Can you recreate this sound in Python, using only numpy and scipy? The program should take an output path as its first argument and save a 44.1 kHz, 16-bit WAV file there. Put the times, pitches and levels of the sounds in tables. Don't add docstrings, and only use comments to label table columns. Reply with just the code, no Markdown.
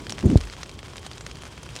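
import sys
import numpy as np
from scipy.fft import rfft, irfft, next_fast_len
from scipy.io import wavfile
from scipy.ndimage import uniform_filter1d, map_coordinates

SR = 44100
rng = np.random.default_rng(int(sys.argv[2]) if len(sys.argv) > 2 else 0)


def generate_wav(sig):
    pcm = np.round(np.clip(np.atleast_2d(sig).T, -1, 1) * 32767).astype(np.int16)
    wavfile.write(sys.argv[1], SR, pcm)


N = 79380
T = np.arange(N) / SR

# time_s, level_db
BLAZE_LEVEL = [(0.0, -45), (0.36, -45.5), (0.746, -49), (1.182, -48.5), (1.648, -49), (1.8, -47.5)]


def amp(db):
    return 10 ** (np.asarray(db) / 20)


def unit_rms(x):
    return x / np.sqrt(np.mean(x ** 2) + 1e-20)


def unit_energy(x):
    return x / np.linalg.norm(x, axis=-1, keepdims=True)


def spectrum_db(points, hz):
    knots_hz, db = np.transpose(points)
    return np.interp(np.log(hz + 1), np.log(knots_hz + 1), db)


def envelope_db(points):
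    return np.interp(T, *np.transpose(points))


def wobble(knots_per_s):
    return map_coordinates(rng.standard_normal(N // 100), [T * knots_per_s], mode="wrap")


def filtered(x, response):
    size = next_fast_len(N + SR // 2)
    return irfft(rfft(x, size) * response(np.fft.rfftfreq(size, 1 / SR)), size)[:N]


def noise(spectrum):
    return unit_rms(filtered(rng.standard_normal(N), lambda hz: amp(spectrum_db(spectrum, hz))))


def narrow_noise(centre_hz, half_width_hz):
    band = lambda hz: 1 / (1 + ((hz - centre_hz) / half_width_hz) ** 2)
    return unit_rms(filtered(rng.standard_normal(N), band))


def minimum_phase(gain):
    cepstrum = irfft(np.log(gain))
    half = cepstrum.shape[1] // 2
    cepstrum[:, 1:half] *= 2
    cepstrum[:, half + 1:] = 0
    return np.exp(rfft(cepstrum))


def bursts(rows, size=4096):
    # frequency_hz, gain_db
    colour = [(150, -21.5), (500, 16), (1000, 8), (3000, 3.5), (6000, 6.5), (8500, 5.5), (10500, -2),
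              (13000, -12), (16000, -13)]
    snap_decay_s, skirt_db, ripple_db, ripple_hz = .00008, -13, 1.6, 1100
    grit = 1.1
    start_s, level_db, centre_hz, width_oct, splinter_db = np.transpose(rows)[:, :, None]
    t, hz = np.arange(size) / SR, np.fft.rfftfreq(size, 1 / SR)

    def spray(t60_s):
        chips = rng.standard_normal((len(rows), size))
        return unit_energy(np.sign(chips) * np.abs(chips) ** grit * amp(-60 * t / t60_s))

    snap = unit_energy(np.exp(-t / snap_decay_s))
    splinters = spray(t60_s=.019)
    echo = amp(-5) * spray(t60_s=.037)
    force = snap + amp(splinter_db) * (splinters + echo)
    band = np.exp(-(np.log2((hz + 1) / centre_hz) / width_oct) ** 2 / 2)
    ripple = unit_rms(uniform_filter1d(rng.standard_normal(band.shape), int(ripple_hz * size / SR)))
    gain = (band + amp(skirt_db)) * amp(spectrum_db(colour, hz) + ripple_db * ripple)
    waves = unit_energy(irfft(rfft(force) * minimum_phase(gain)))
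    waves = waves * amp(level_db) * np.sqrt(.008 * SR)
    samples = np.round(start_s * SR).astype(int) + np.arange(size)
    return np.bincount(samples.ravel(), waves.ravel(), N)[:N]


def flame_roar():
    # frequency_hz, level_db
    roar_spectrum = [(20, -22), (35, -9.5), (55, 4), (85, 2), (130, 0), (200, -7), (400, -8), (700, -18.5),
                     (1100, -16), (1700, -45), (3000, -51)]
    # time_s, level_db
    roar_level = [(0, -40.5), (.2, -40), (.55, -43.5), (.72, -43), (.92, -43.5), (1.05, -44), (1.35, -42.5),
                  (1.55, -45), (1.8, -42.5)]
    flutter_db = .7
    return noise(roar_spectrum) * amp(envelope_db(roar_level) + flutter_db * wobble(knots_per_s=22))


def steam_hiss():
    # frequency_hz, level_db
    hiss_spectrum = [(410, -20), (700, 4), (1380, 6), (1730, 3), (2560, 3.5), (3240, 2.5), (4050, 0.5),
                     (5120, 0.5), (8420, -7), (15200, -27), (16000, -39)]
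    offset_db, flicker_db = -3, 3.2
    hiss = noise(hiss_spectrum)
    return hiss * amp(envelope_db(BLAZE_LEVEL) + offset_db + flicker_db * wobble(knots_per_s=60))


def steam_whistle():
    level_db, waver_db = -60, 1
    gain = amp(level_db + waver_db * wobble(knots_per_s=13.9))
    return gain * narrow_noise(centre_hz=3190, half_width_hz=140)


def crackle():
    bursts_per_s, floor_db, spread_db, range_db = 400, -65, 3.5, 12
    middle_hz, scatter_oct, width_oct, splinter_db = 3600, 1.2, .7, 2
    when, chance, up, down = rng.random((int(bursts_per_s * N / SR), 4)).T
    level_db = floor_db - spread_db * np.log(chance + np.exp(-range_db / spread_db))
    centre_hz = middle_hz * 2 ** (scatter_oct * (up - down))
    rows = [(s, db, hz, width_oct, splinter_db) for s, db, hz in zip(when * N / SR, level_db, centre_hz)]
    blaze_db = envelope_db(BLAZE_LEVEL)
    return bursts(rows) * amp(blaze_db - blaze_db.mean())


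def sparks():
    # start_s, level_db
    clear_ticks = [(.019, -52), (.208, -54), (.2605, -41.5), (.3741, -41.5), (.405, -44), (.6709, -54),
                   (.9693, -46), (.9941, -49), (1.4413, -50), (1.6317, -46)]
    centre_hz, width_oct, splinter_db = 10760, .27, -13.5
    fine_per_s, floor_db, spread_db = 64, -62, 3
    when, chance = rng.random((int(fine_per_s * N / SR), 2)).T
    fine_ticks = zip(when * N / SR, floor_db - spread_db * np.log(chance + .022))
    return bursts([(s, db, centre_hz, width_oct, splinter_db) for s, db in [*clear_ticks, *fine_ticks]])


def damped_mode(start_s, level_db, pitch_hz, t60_s):
    age_s = np.maximum(T - start_s, 0)
    return amp(level_db - 60 * age_s / t60_s) * np.sin(2 * np.pi * pitch_hz * age_s)


def pops():
    # start_s, level_db, centre_hz, width_oct, splinter_db (relative to the snap)
    steam_pockets = [(0.0678, -36, 2860, 0.7, -2), (0.0957, -32.5, 3740, 0.8, 4.5),
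                     (0.0981, -39, 2000, 0.35, 11), (0.1054, -35.5, 5700, 0.88, -5),
                     (0.1229, -32.5, 3400, 1.23, -7), (0.1829, -35, 1790, 0.78, 1),
                     (0.1912, -38, 2540, 0.98, -4), (0.1991, -41.5, 2190, 0.9, 8),
                     (0.208, -40.5, 2220, 1.0, 8), (0.2274, -38.5, 1850, 1.1, 0),
                     (0.3013, -37, 2420, 1.0, 7), (0.3154, -41.5, 2420, 1.3, 3),
                     (0.3736, -35, 4140, 0.66, 1), (0.4071, -43, 2860, 0.73, -4),
                     (0.4118, -37.5, 3280, 1.1, -2), (0.4366, -43, 2400, 0.53, 19),
                     (0.4724, -42.5, 2350, 1, 4), (0.499, -41, 2620, 0.9, -5), (0.5263, -43, 3360, 0.56, 8),
                     (0.5368, -41, 1930, 0.7, -9), (0.5545, -51, 1410, 0.98, -6),
                     (0.5669, -43.5, 2190, 1, -8), (0.632, -33, 3180, 1.06, -1),
                     (0.6601, -46.5, 2410, 0.67, 12), (0.694, -40.5, 2900, 0.96, 3),
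                     (0.7147, -47, 3660, 0.98, 1), (0.7905, -40, 2800, 0.4, 3), (0.8303, -41, 2170, 1, -1),
                     (0.86, -48.5, 3010, 0.73, -4), (0.883, -44, 2010, 1.2, -3),
                     (0.9351, -43, 1680, 1.1, -4), (0.9583, -41, 2140, 0.8, 3),
                     (0.9682, -43.5, 3620, 0.63, 4), (0.9814, -39, 3130, 0.6, -1),
                     (1.0308, -46, 2560, 0.98, -6), (1.0644, -36, 2760, 1.34, 7.5),
                     (1.1144, -39.5, 3200, 0.8, -4.5), (1.1321, -44, 3820, 0.47, 15),
                     (1.1736, -45.5, 2180, 1.2, 10), (1.1809, -41, 3540, 0.88, -6),
                     (1.2091, -40, 2520, 1.1, 7), (1.2646, -35, 2480, 0.86, 16),
                     (1.3134, -40, 3570, 0.76, -1), (1.3556, -44.5, 3190, 0.56, 8),
                     (1.3701, -45, 3180, 0.88, 3), (1.3865, -48.5, 2140, 0.87, 9),
                     (1.4217, -43, 3470, 0.8, -2), (1.4354, -40.5, 1880, 1, -3),
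                     (1.4537, -42.5, 2560, 1, -3), (1.4679, -45.5, 1680, 1.1, -6),
                     (1.5784, -42.5, 1840, 0.93, 0.5), (1.6317, -42.5, 4600, 1.0, 16),
                     (1.6649, -45, 2080, 1.2, -37), (1.6904, -41.5, 2820, 0.37, 1),
                     (1.7539, -40.5, 3540, 0.46, 10), (1.7633, -34, 4300, 0.7, -4.5),
                     (1.7714, -42, 2950, 1, 4), (1.7897, -43.5, 3500, 0.37, -4),
                     (1.7955, -44.5, 2680, 0.9, 4)]
    # start_s, level_db, pitch_hz, t60_s
    stick_modes = [(.1232, -23.5, 5570, 0.021), (.4372, -37, 2700, 0.035), (.4995, -31, 4700, 0.0091),
                   (1.2646, -31, 2150, 0.0055), (1.7895, -34, 3900, .012)]
    return bursts(steam_pockets) + sum(damped_mode(*mode) for mode in stick_modes)


def microphone_rub():
    # frequency_hz, level_db
    rub_spectrum = [(25, -25), (60, 3.5), (110, 0.5), (170, 3), (250, 2), (380, -4), (520, -16.5),
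                    (750, -24.5), (1100, -33), (2000, -75)]
    # time_s, level_db
    rub_level = [(.228, -42.5), (.241, -18), (.268, -17), (.285, -24), (.299, -19), (.313, -21.5),
                 (.328, -16), (.35, -22), (.38, -29), (.41, -56)]
    return noise(rub_spectrum) * amp(envelope_db(rub_level))


def microphone_bumps():
    # start_s, level_db, rise_s, release_s
    pushes = [(.2561, 2.7, .0008, .0021), (.3573, 3.4, .0003, .0033)]
    # corner_hz, quality_factor
    bass_resonances = [(87.5, 1.73), (41, 1.7)]
    contact_hz = 1020
    force = np.zeros(N)
    for start_s, level_db, rise_s, release_s in pushes:
        rise = (1 + np.tanh((T - start_s) / rise_s)) / 2
        force += amp(level_db) * rise * np.exp(-np.maximum(T - start_s, 0) / release_s)

    def response(hz):
        stages = [-hz ** 2 / (f0 ** 2 - hz ** 2 + 1j * hz * f0 / q) for f0, q in bass_resonances]
        return np.prod(stages, axis=0) / (1 + (hz / contact_hz) ** 6)

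    return filtered(force, response) + holder_shudder(start_s=pushes[-1][0])


def sap_jets():
    # peak_s, sigma_s, centre_hz, level_db
    jets = [(0.264, 0.012, 6800, -51), (0.333, 0.017, 6600, -54), (1.22, 0.0086, 7300, -53.5)]
    return sum(amp(db) * np.exp(-((T - peak_s) / sigma_s) ** 2 / 2) * narrow_noise(hz, half_width_hz=600)
               for peak_s, sigma_s, hz, db in jets)


def holder_shudder(start_s):
    # frequency_hz, level_db
    shudder_spectrum = [(20, -26), (45, 9.5), (70, 6), (130, -2.5), (220, -23), (500, -46), (1500, -80)]
    level_db, rise_s, t60_s = -26, .0028, .49
    age_s = np.maximum(T - start_s, 0)
    envelope = amp(level_db - 60 * age_s / t60_s) * (1 - np.exp(-age_s / rise_s))
    swing = -damped_mode(start_s, level_db=-24, pitch_hz=59.4, t60_s=.15)
    return swing + noise(shudder_spectrum) * envelope


def flame_flap():
    peak_s, sigma_s, level_db = 1.713, .02, -36
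    pitch_at_peak_hz, sag_per_s = 135.5, 7.8
    t = np.clip(T - peak_s, -.1, .1)
    phase = 2 * np.pi * np.cumsum(pitch_at_peak_hz * np.exp(-sag_per_s * t)) / SR
    return amp(level_db) * np.exp(-(t / sigma_s) ** 2 / 2) * np.sin(phase)


def scene():
    fire = flame_roar() + steam_hiss() + steam_whistle() + crackle() + sparks() + pops()
    return (fire + microphone_rub() + microphone_bumps() + sap_jets() + flame_flap())[None]


def record(dry):
    band_limit_hz = 16200
    return filtered(np.clip(dry[0], -1, 1), lambda hz: hz < band_limit_hz)[None]


dry = scene()
out = record(dry)
generate_wav(out)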